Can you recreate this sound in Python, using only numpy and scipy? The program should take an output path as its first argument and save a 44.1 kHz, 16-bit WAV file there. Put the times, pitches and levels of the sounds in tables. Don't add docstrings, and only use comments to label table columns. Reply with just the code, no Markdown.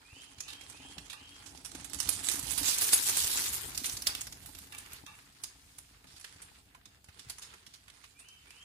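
import sys
import numpy as np
from scipy import signal
from scipy.fft import rfft, irfft, next_fast_len
from scipy.io import wavfile
from scipy.ndimage import uniform_filter1d, minimum_filter1d, map_coordinates

SR = 44100
rng = np.random.default_rng(int(sys.argv[2]) if len(sys.argv) > 2 else 0)


def elevation(decibels):
    levels = np.asarray(decibels, float)
    return 10 ** (levels / 20)


def materialize(psi):
    bounded = np.clip(np.atleast_2d(psi).T, -1, 1)
    quanta = np.round(bounded * 32767).astype(np.int16)
    wavfile.write(sys.argv[1], SR, quanta)


N = 381024

# frequency_hz, level_db
LEAF = [(1180, -23.5), (2000, -19), (2700, -10), (3970, -7.5), (5400, -7), (6490, -6), (10700, -3),
        (14800, -10.5), (15800, -9.5), (16300, -62.5)]


def unit(x):
    return x / np.sqrt(np.mean(x ** 2) + 1e-20)


def along(points, hz):
    f, v = np.transpose(points)
    return np.interp(np.log(hz + 1), np.log(f + 1), v)


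def wobble(rate):
    knots = rng.standard_normal(int(N * rate / SR) + 4)
    return map_coordinates(knots, [np.arange(N) * rate / SR])


def filtered(x, response):
    m = next_fast_len(x.shape[-1] + 1024)
    return irfft(rfft(x, m) * response(np.fft.rfftfreq(m, 1 / SR)), m)[..., :x.shape[-1]]


def pair(shape):
    # frequency_hz, likeness
    likeness = [(60, 0.97), (130, 0.84), (300, 1), (600, 0.093), (1500, 0.073), (4000, 0.15), (14000, 0.04)]
    turn = lambda hz: np.arccos(np.clip(along(likeness, hz), -1, 1)) / 2
    a, b = rng.standard_normal((2, *shape))
    mid = filtered(a, lambda hz: np.cos(turn(hz)))
    side = filtered(b, lambda hz: np.sin(turn(hz)))
    return np.array([mid + side, mid - side])


def grains(count, spread_db, life, bed):
    at, size = rng.random((2, count))
    hits = np.bincount((at * N).astype(int), elevation(-spread_db * np.log(size + 0.008)), N)
    return bed + unit(signal.lfilter([1], [1, -np.exp(-1 / (life * SR))], hits))


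def patchy(x, depth_db):
    z = signal.stft(x, nperseg=256)[2]
    field = uniform_filter1d(rng.standard_normal(z.shape[1:]), size=14, axis=0)
    field = uniform_filter1d(field, size=9, axis=1)
    return signal.istft(z * elevation(depth_db * unit(field)), nperseg=256)[1][:, :N]


def panned(x, db):
    return x * elevation(np.array([db / 2, -db / 2]))


def placed(sounds, times):
    out = np.zeros((2, N + SR))
    for k, start in enumerate(np.round(np.ravel(times) * SR).astype(int)):
        out[:, start:start + sounds.shape[2]] += sounds[:, k]
    return out[:, :N]


def trunks(x, decay):
    hz, t, z = signal.stft(rng.standard_normal((2, SR // 2)), SR, nperseg=256)
    tail = signal.istft(z * elevation(-60 * t / along(decay, hz)[:, None]), SR, nperseg=256)[1]
    late = np.pad(x, (700, 0))[None]
    return signal.fftconvolve(late, tail / np.linalg.norm(tail[0]), axes=1)[:, :N]


def bearing(s):
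    # start_s, left_right_db
    swing = [(0, -8), (1.2, -10.5), (1.9, -15.5), (2.5, -15.5), (2.75, -5), (3.9, -3.5), (5, -5),
             (8.64, -5)]
    return np.interp(s, *np.transpose(swing))


def hidden(s):
    broadside_s, open_s = 3.8, 1.48
    return 1 - np.exp(-((s - broadside_s) / open_s) ** 4)


def still_air():
    # frequency_hz, level_db
    air_curve = [(15, -27.5), (25, 0), (70, -6.5), (566, -36), (873, -26), (2960, -20), (9000, -18),
                 (16300, -30)]
    noise = unit(filtered(pair((N,)), lambda hz: elevation(along(air_curve, hz))))
    return elevation(-69 + 5.8 * wobble(2.61)) * noise


def ride():
    # start_s, level_db
    bite = [(0, -65), (.6, -56.5), (1.42, -60), (1.95, -53), (2.19, -43), (2.5, -44), (2.72, -34.5),
            (3.3, -30.5), (3.62, -44), (3.97, -46), (4.25, -57.5), (4.64, -55.5), (5.25, -62.5),
            (6.0, -73.5), (6.28, -57), (6.8, -75), (7.39, -59.5), (7.75, -66.5)]
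    # start_s, level_db
    weight = [(0.0, -68.5), (0.12, -71), (0.14, -64), (0.79, -61), (1.01, -57.5), (1.18, -65),
              (2.19, -51.5), (2.26, -57), (2.6, -48), (2.74, -60), (3.61, -53), (4.67, -58), (5.29, -65),
              (7.2, -64.5), (8.64, -69.5)]
    t = np.arange(N) / SR
    bite_db = np.interp(t, *np.transpose(bite))
    ground_db = np.interp(t, *np.transpose(weight)) - 3.0
    dirt_db = -61 + 0.63 * (bite_db + 50.0) + 1.2 * wobble(7)
    ahead_db, behind_db, turn_s, turn_lasts_s = 6.5, -7.5, 3.57, 2.9
    going = .5 + .5 * np.tanh((t - turn_s) / turn_lasts_s)
    drum_db = ground_db + ahead_db + (behind_db - ahead_db) * going + 1.6 * wobble(12)
    return bite_db, dirt_db, drum_db, ground_db, bearing(t) + 5.2 * wobble(6)


def tyres():
    # frequency_hz, level_db
    dirt_curve = [(260, -8), (450, -0.5), (640, -16), (830, -1), (1260, 1.5), (1660, 2), (2050, 2),
                  (4000, -1), (5200, -2), (8800, -120)]
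    # frequency_hz, level_db
    ground_curve = [(13, -41), (22, -39.5), (42, 3.5), (70, 4.5), (193, -7.5), (277, -13.5), (502, -18),
                    (547, -24), (700, -11.5), (910, -42.5), (1540, -120)]
    leaf_db, dirt_db, drum_db, ground_db, pan_db = ride()

    def coloured(envelope, points):
        noise = envelope * patchy(pair((N,)), depth_db=2.5)
        return unit(filtered(noise, lambda hz: elevation(along(points, hz))))

    def resonance(f, hz, width, db):
        return elevation(db) * 1j * f * width / (hz * hz - f * f + 1j * f * width)

    bumps = wobble(14)
    crush = grains(count=5000, spread_db=3.9, life=.0007, bed=1.6) * elevation(1.6 * bumps + .8 * wobble(35))
    leaf = coloured(crush, LEAF)
    far = 1.2 * hidden(np.arange(N) / SR)
    leaf -= far * filtered(leaf, lambda hz: 1 / (1 + (11000 / (hz + 1)) ** 8))
    dirt = panned(elevation(dirt_db + 6.0) * coloured(crush + 0.3, dirt_curve), 0.072 * pan_db - 2.5)

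    knocks = grains(count=600, spread_db=4.5, life=0.003, bed=0.74)
    tyre = lambda f: resonance(f, 275.8, 23.7, 0) - resonance(f, 834, 140, -11)
    drum = unit(filtered(knocks * pair((N,)), tyre))
    ground = unit(filtered((knocks + 2.0) * pair((N,)), lambda f: elevation(along(ground_curve, f))))
    low = panned(elevation(drum_db - 2.5) * drum, np.array([3.5])) + elevation(ground_db + 2.5) * ground
    return panned(elevation(leaf_db + 0.5) * leaf, pan_db) + dirt + low


def bird():
    # start_s, top_hz, level_db
    whistles = [
        (.034, 3190, -61.5),
        (.369, 3240, -60.5),
        (.7, 3270, -61.5),
        (1.083, 3250, -62),
        (8.135, 3130, -65),
        (8.452, 3240, -63),
    ]
    # frequency_hz, t60_s
    far_decay = [(300, .43), (2000, .8), (3500, 1.1), (12000, .1)]
    start_hz, climb_s, hold_s, fade_db = 2270, .165, .09, 20
    lead_s = .00021
    t = np.arange(SR // 3) / SR
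    s, top_hz, db = np.transpose(whistles)[:, :, None]
    u = np.clip(t / climb_s, 0, 1)
    hz = start_hz + (top_hz - start_hz) * (.45 * u + .55 * u * u * (2.6 - 1.6 * u))
    hz = hz + 30 * unit(uniform_filter1d(rng.standard_normal(hz.shape), size=900))
    edges = np.clip(np.minimum(t, climb_s + hold_s - t) / .035, 0, 1)
    level_db = db + .5 + 4.5 * u - fade_db * np.clip((t - climb_s) / hold_s, 0, 1)
    notes = elevation(level_db) * edges * np.sin(2 * np.pi * np.cumsum(hz, axis=1) / SR)
    song = placed(np.array([notes, notes]), s)[0]
    direct = song * elevation(-1.5 + 3 * wobble(130))
    ports = np.array([np.roll(direct, -round(lead_s * SR)), direct])
    return panned(ports, np.array([-2.5])) + elevation(-.5) * trunks(song, far_decay)


def thuds():
    # start_s, peak_db, pitch_hz
    drops = [(0.13, -38.5, 82.5), (0.381, -39.5, 91.5), (0.98, -35, 171), (1.75, -33.5, 302),
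             (1.798, -42.5, 187), (1.967, -33, 80), (2.068, -29, 80.7), (2.19, -41, 108), (2.301, -42, 345),
             (2.342, -33, 316), (2.434, -34, 129), (2.525, -31, 88.8), (2.894, -39.5, 335),
             (3.817, -35.5, 268), (3.939, -32, 82), (6.7492, -41, 1020), (7.088, -38, 94),
             (7.268, -39, 113)]
    t = np.arange(SR // 8) / SR
    s, db, hz = np.transpose(drops)[:, :, None]
    push = elevation(db - 5.0 - 60 * t / 0.049) * np.sin(2 * np.pi * hz * t) * (1 - np.exp(-t / 0.00057))
    return placed(panned(push, np.full_like(db, 1.5)), s)


def snaps():
    # start_s, peak_db, pitch_hz
    ticks = [(.182, -49, 5070), (.218, -42.5, 5900), (.383, -40, 3830), (0.6108, -38, 2360),
             (0.636, -44, 6000), (1.058, -44, 6500), (1.548, -47, 5000), (1.5738, -39.5, 5530),
             (1.716, -37.5, 8150), (1.8327, -52, 8440), (1.8977, -37.5, 8050), (1.9872, -30, 7840),
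             (2.5147, -24, 8360), (2.7831, -16, 8200), (3.7758, -20, 5000), (3.987, -39, 7170),
             (4.5862, -33, 8600), (4.6593, -50, 5470), (4.7473, -34, 2610), (4.921, -39, 2680),
             (5.3228, -54, 4310), (5.4364, -22, 6550), (5.691, -54, 2630), (6.0246, -57, 4970),
             (6.07, -45, 4960), (6.197, -40, 10200), (7.0426, -43.5, 9000), (7.285, -42, 4800),
             (7.899, -40, 3810), (8.2848, -39.5, 6000)]
    # start_s, peak_db, pitch_hz, t60_s
    twigs = [(.404, -23, 6600, 0.027), (.53, -37, 3250, 0.033), (.6975, -32, 7960, 0.03),
             (1.8444, -31.5, 8600, 0.039), (2.0011, -18.5, 8330, 0.024), (2.0282, -28, 8600, 0.024),
             (2.074, -30, 3540, 0.0087), (2.089, -15, 10450, 0.031), (2.9265, -16.5, 9100, 0.034),
             (2.289, -21.5, 7850, 0.011), (2.392, -26, 8900, 0.037), (2.8418, -16.5, 8950, 0.024),
             (2.9314, -7, 9400, 0.027), (3.0655, -26, 7300, 0.036), (3.5683, -37, 8500, 0.035),
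             (3.7753, -21.5, 8700, 0.033), (3.896, -21, 4330, 0.012), (4.02, -23.5, 5600, 0.027),
             (4.0684, -12, 5330, 0.032), (4.07, -17, 10000, .04), (4.15, -20, 3230, 0.012),
             (4.2085, -22, 6360, 0.058), (4.3236, -31, 5200, 0.035), (4.9317, -29.5, 9900, 0.017),
             (5.436, -31, 10300, 0.039), (5.7833, -31.5, 10100, 0.038), (6.211, -37.5, 6550, 0.018),
             (6.8555, -38, 3420, 0.036), (7.1926, -34.5, 3900, 0.042), (8.5053, -38, 2550, 0.017)]
    # start_s, peak_db, pitch_hz, t60_s
    heaps = [(.4793, -33.5, 3630, 0.24), (1.0976, -33.5, 2950, 0.17), (1.4593, -38.5, 5760, 0.14),
             (1.6467, -30, 5670, 0.13), (1.9322, -33.5, 6860, 0.13), (2.3114, -23, 8700, 0.3),
             (2.355, -30, 10600, 0.047), (2.576, -19.5, 9500, 0.13), (2.6307, -23, 7400, 0.026),
             (3.747, -27, 3760, 0.044), (3.8423, -20.5, 3600, 0.039), (3.856, -19.5, 8800, 0.075),
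             (3.968, -24.5, 4430, 0.04), (3.92, -27.5, 8800, .2), (4.459, -32, 12100, 0.04),
             (4.5485, -34.5, 4260, 0.021), (4.7805, -29.5, 8940, 0.056), (6.1617, -41, 4920, 0.12),
             (6.4178, -34, 8700, 0.091), (7.297, -25, 10800, 0.055), (7.419, -32.5, 3630, 0.14),
             (7.6645, -39, 3380, 0.034), (7.7366, -38.5, 4860, 0.1), (8.19, -40, 9250, 0.14)]
    # start_s, peak_db, pitch_hz
    spikes = [(.5325, -35, 5500), (.9825, -33, 5900), (1.9335, -26, 8100), (1.946, -25.5, 7900),
              (2.2455, -25, 7900), (2.2515, -26, 8000), (2.2695, -20.5, 7500), (2.277, -24.5, 8400),
              (2.287, -13.5, 7800), (2.356, -28, 7950), (2.385, -30, 8500), (2.428, -28, 8000),
              (2.832, -23, 9000), (2.9375, -7, 10000), (3.0665, -15.5, 7230), (3.0865, -12, 8850),
              (2.578, -28, 9500), (3.4583, -17.5, 4620), (2.989, -21, 3500), (3.897, -24, 9000),
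              (4.0706, -14.5, 1620), (2.932, -18, 1600)]
    # start_s, peak_db, pitch_hz, t60_s
    drifts = [(.68, -42.5, 8000, .1), (2.12, -26, 8300, .14), (2.23, -29, 7750, .2),
              (2.492, -29.5, 8460, .2), (2.645, -17.5, 6640, .19), (2.668, -15, 6340, .19),
              (2.7, -27, 8100, .19), (2.805, -13, 10000, .14), (2.86, -21, 8500, .18),
              (2.917, -17.5, 9500, .12), (3.05, -18, 7500, .2), (3.13, -25, 4050, 0.15),
              (3.21, -24, 7900, 0.31), (3.3, -21, 5370, .2), (3.36, -25, 7000, .2), (3.41, -27, 6000, .2),
              (6.07, -47, 4000, .2), (6.11, -45.5, 5000, .2), (3.52, -19, 10900, .14)]
    # start_s, peak_db, pitch_hz
    clods = [(0.981, -35, 3200), (1.13, -34, 4150), (1.423, -50, 1030), (1.7485, -34.5, 7560),
             (1.797, -47, 2440), (2.2035, -39, 7900), (2.7615, -34, 9100), (3.092, -15.5, 8800),
             (4.073, -30, 1610), (4.2683, -30, 5930), (4.722, -34.5, 2400), (5.0631, -36, 3400),
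             (5.187, -46.5, 1324), (6.0414, -49.5, 1190), (6.2431, -32, 2360), (6.747, -46, 990),
             (7.0857, -48, 990), (7.383, -34.5, 6700), (7.537, -42, 1090), (7.88, -43.5, 2200),
             (8.039, -40.5, 2630)]
    # rows, body_db under the bright part at a peak of -37 dB, rise_s, first crack 0-1
    kinds = [
        (twigs, -15.5, 0.0011, 0.58),
        (heaps, -15.5, 0.0015, 0.63),
        ([(*row, .04) for row in clods], -9.5, 0.0012, 0.46),
        (drifts, -23, 0.028, .02),
        ([(*row, .022) for row in ticks], -17.5, 0.0013, 0.55),
        ([(*row, .005) for row in spikes], -16, .0002, .5),
    ]
    t = np.arange(SR // 10) / SR
    rows = [(*row, *kind) for events, *kind in kinds for row in events]
    s, db, hz, t60, body_db, rise, crack = np.transpose(rows)[:, :, None]
    body_db = body_db - 0.47 * (db + 37.0)
    body_db = body_db + 2.5 * np.clip(np.log2(2520 / hz), 0, 2)
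    pan_db = bearing(s) + rng.normal(0, 0.82, s.shape)

    fibres = unit(uniform_filter1d(rng.standard_normal((len(s), len(t))), size=50))
    ragged = elevation(3.0 * np.clip(t / 0.008, 0, 1) * fibres)
    fall = elevation(-60 * t / np.clip(t60, .003, .25))
    fall = fall + elevation(-18.5 - 60 * t / 0.21)
    fall = fall + crack * elevation(-60 * t / 0.003)
    burst = pair((len(s), len(t))) * ragged * fall
    burst = burst * (1 - np.exp(-t / rise)) * np.clip((t[-1] - t) / 0.017, 0, 1)

    splinters = hz * np.exp(rng.normal(0, .33, (len(s), 5)) * [0, 1, 1, 1, 1])
    rings = lambda f: sum(elevation(5.5) * f * 300 / np.hypot(c[:, None] ** 2 - f * f, f * 300)
                          for c in splinters.T)

    def brightness(f):
        leaf = elevation(np.clip(.3 - db / 60, .3, 1.3) * along(LEAF, f))
        return leaf * (1 + rings(f)) * (1 - 0.72 * hidden(s) / (1 + (11500 / (f + 1)) ** 8))

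    def peak(x):
        power = uniform_filter1d(x * x, size=64).max(axis=2, keepdims=True).mean(axis=0)
        return x / np.sqrt(6 * power)

    bright = filtered(burst, brightness)
    body = filtered(burst, lambda f: (f * f / (f * f + 700 ** 2)) ** 2 / (1 + (f / 2200) ** 4))
    return placed(panned(elevation(db - 1.5) * (peak(bright) + elevation(body_db + 3.0) * peak(body)), pan_db), s)


def frame():
    # frequency_hz, level_db, t60_s
    tubes = [(858, 1, 0.48), (1180, 2, 0.46), (1714, 4, 0.35), (2330, 4, 0.33), (2690, 7, 0.37),
             (3690, 4, 0.28)]
    # start_s, level_db, struck_hz (tube struck hardest)
    jolts = [
        (.47, -66, 3600),
        (1.131, -71.5, 990),
        (4.72, -64, 1960),
        (5.06, -67, 1180),
        (5.062, -68.5, 3600),
    ]
    t = np.arange(SR // 3) / SR
    s, db, struck_hz = np.transpose(jolts)[:, :, None]
    hum = 0
    for hz, level_db, t60 in tubes:
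        shake = unit(uniform_filter1d(rng.standard_normal((2, len(s), len(t))), size=350))
        fall_db = level_db - 6.8 * np.abs(np.log2(hz / struck_hz)) - 60 * t / t60
        hum = hum + elevation(fall_db) * (0.78 + 1.32 * shake) * np.sin(2 * np.pi * hz * t)
    return placed(panned(elevation(db + 10) * hum * (1 - np.exp(-t / .015)), bearing(s)), s)


def chain():
    # start_s, peak_db, left_right_db
    slaps = [
        (2.091, -43, -25),
        (2.935, -23.5, 3),
    ]
    # frequency_hz, level_db, t60_s
    partials = [(6750, -7, 0.1), (9150, 7.5, 0.064), (10900, 15, 0.041), (12600, -34, 0.47)]
    t = np.arange(SR // 5) / SR
    s, db, pan_db = np.transpose(slaps)[:, :, None]
    ring = 0
    for hz, level_db, t60 in partials:
        rattle = unit(uniform_filter1d(rng.standard_normal((2, len(s), len(t))), size=150))
        ring = ring + elevation(level_db - 60 * t / t60) * (0.52 + .5 * rattle) * np.sin(2 * np.pi * hz * t)
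    return placed(panned(elevation(db + 7) * ring * (1 - np.exp(-t / 0.0073)), pan_db), s)


def shadowed(x):
    # frequency_hz, depth_db
    shadow = [(3000, 40), (4000, 23), (9000, 19), (16000, 12)]
    hz, _, z = signal.stft(x, SR, nperseg=256)
    power = (np.abs(z) ** 2).sum(axis=0)
    level_db = 10 * np.log10(uniform_filter1d(power, size=5, axis=0) + 1e-20)
    smooth_db = uniform_filter1d(level_db, size=15, axis=0)
    coming_db = np.roll(-minimum_filter1d(-smooth_db, size=5, axis=1), -3, axis=1)
    keep = level_db > coming_db - along(shadow, hz)[:, None]
    return signal.istft(z * keep, nperseg=256)[1][:, :N]


def gated(x):
    # frequency_hz, level_db
    mute = [(900, -60), (1500, -4.5), (2500, -2.6), (4600, -2), (10000, -1.9), (12000, -1), (14000, -.3),
            (16000, 0)]
    steady_top_hz, burst_db = 15480, 7
    k, n, start = np.arange(1024), np.arange(2048), 1024 - 197
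    basis = np.sin(np.pi * (n + .5) / 2048) * np.cos(np.pi / 1024 * np.outer(k + .5, n + 512.5))
    halves = np.pad(x, ((0, 0), (start, 2048 - (start + N) % 1024))).reshape(2, -1, 1024)
    z = np.concatenate([halves[:, :-1], halves[:, 1:]], axis=2) @ basis.T
    power = (z * z).reshape(2, -1, 256, 4).sum(axis=(0, 3))
    level_db = 10 * np.log10(uniform_filter1d(power, size=3, axis=0) + 1e-20)
    hz = k[2::4] * SR / 2048
    keep = level_db - signal.medfilt2d(level_db, (1, 15)) > along(mute, hz)
    treble_db = level_db[:, 80:170].mean(axis=1)
    keep &= (hz < steady_top_hz) | (treble_db - np.roll(treble_db, 1) > burst_db)[:, None]
    back = (z * np.repeat(keep, 4, axis=1)) @ basis / 512
    out = np.pad(back[..., :1024], ((0, 0), (0, 1), (0, 0)))
    out = out + np.pad(back[..., 1024:], ((0, 0), (1, 0), (0, 0)))
    return out.reshape(2, -1)[:, start:start + N]


def scene():
    # frequency_hz, t60_s
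    near_decay = [(300, .3), (1500, .35), (6000, .35), (12000, .15)]
    breaks = snaps() + frame() + chain()
    answer = elevation(-10.5) * trunks(breaks.mean(axis=0), near_decay)
    return still_air() + tyres() + bird() + thuds() + breaks + answer


def low_pass(x):
    return signal.sosfilt(signal.butter(12, 16480, fs=SR, output="sos"), x)


def record(dry):
    # frequency_hz, delay_s
    lag = [(400, .00005), (1100, .00025), (3000, .0002), (6000, .0006), (16000, .00065)]
    hiss = filtered(rng.standard_normal(dry.shape), lambda hz: 1 / (1 + (10000 / (hz + 1)) ** 4))
    dry = dry + elevation(-68) * hiss
    left = filtered(dry[0], lambda hz: np.exp(-2j * np.pi * hz * along(lag, hz)))
    both = filtered(np.array([left, dry[1]]), lambda hz: (hz < 15900) / (1 + (40 / (hz + 1)) ** 4))
    return low_pass(gated(shadowed(both)))


dry = scene()
out = record(dry)
materialize(out)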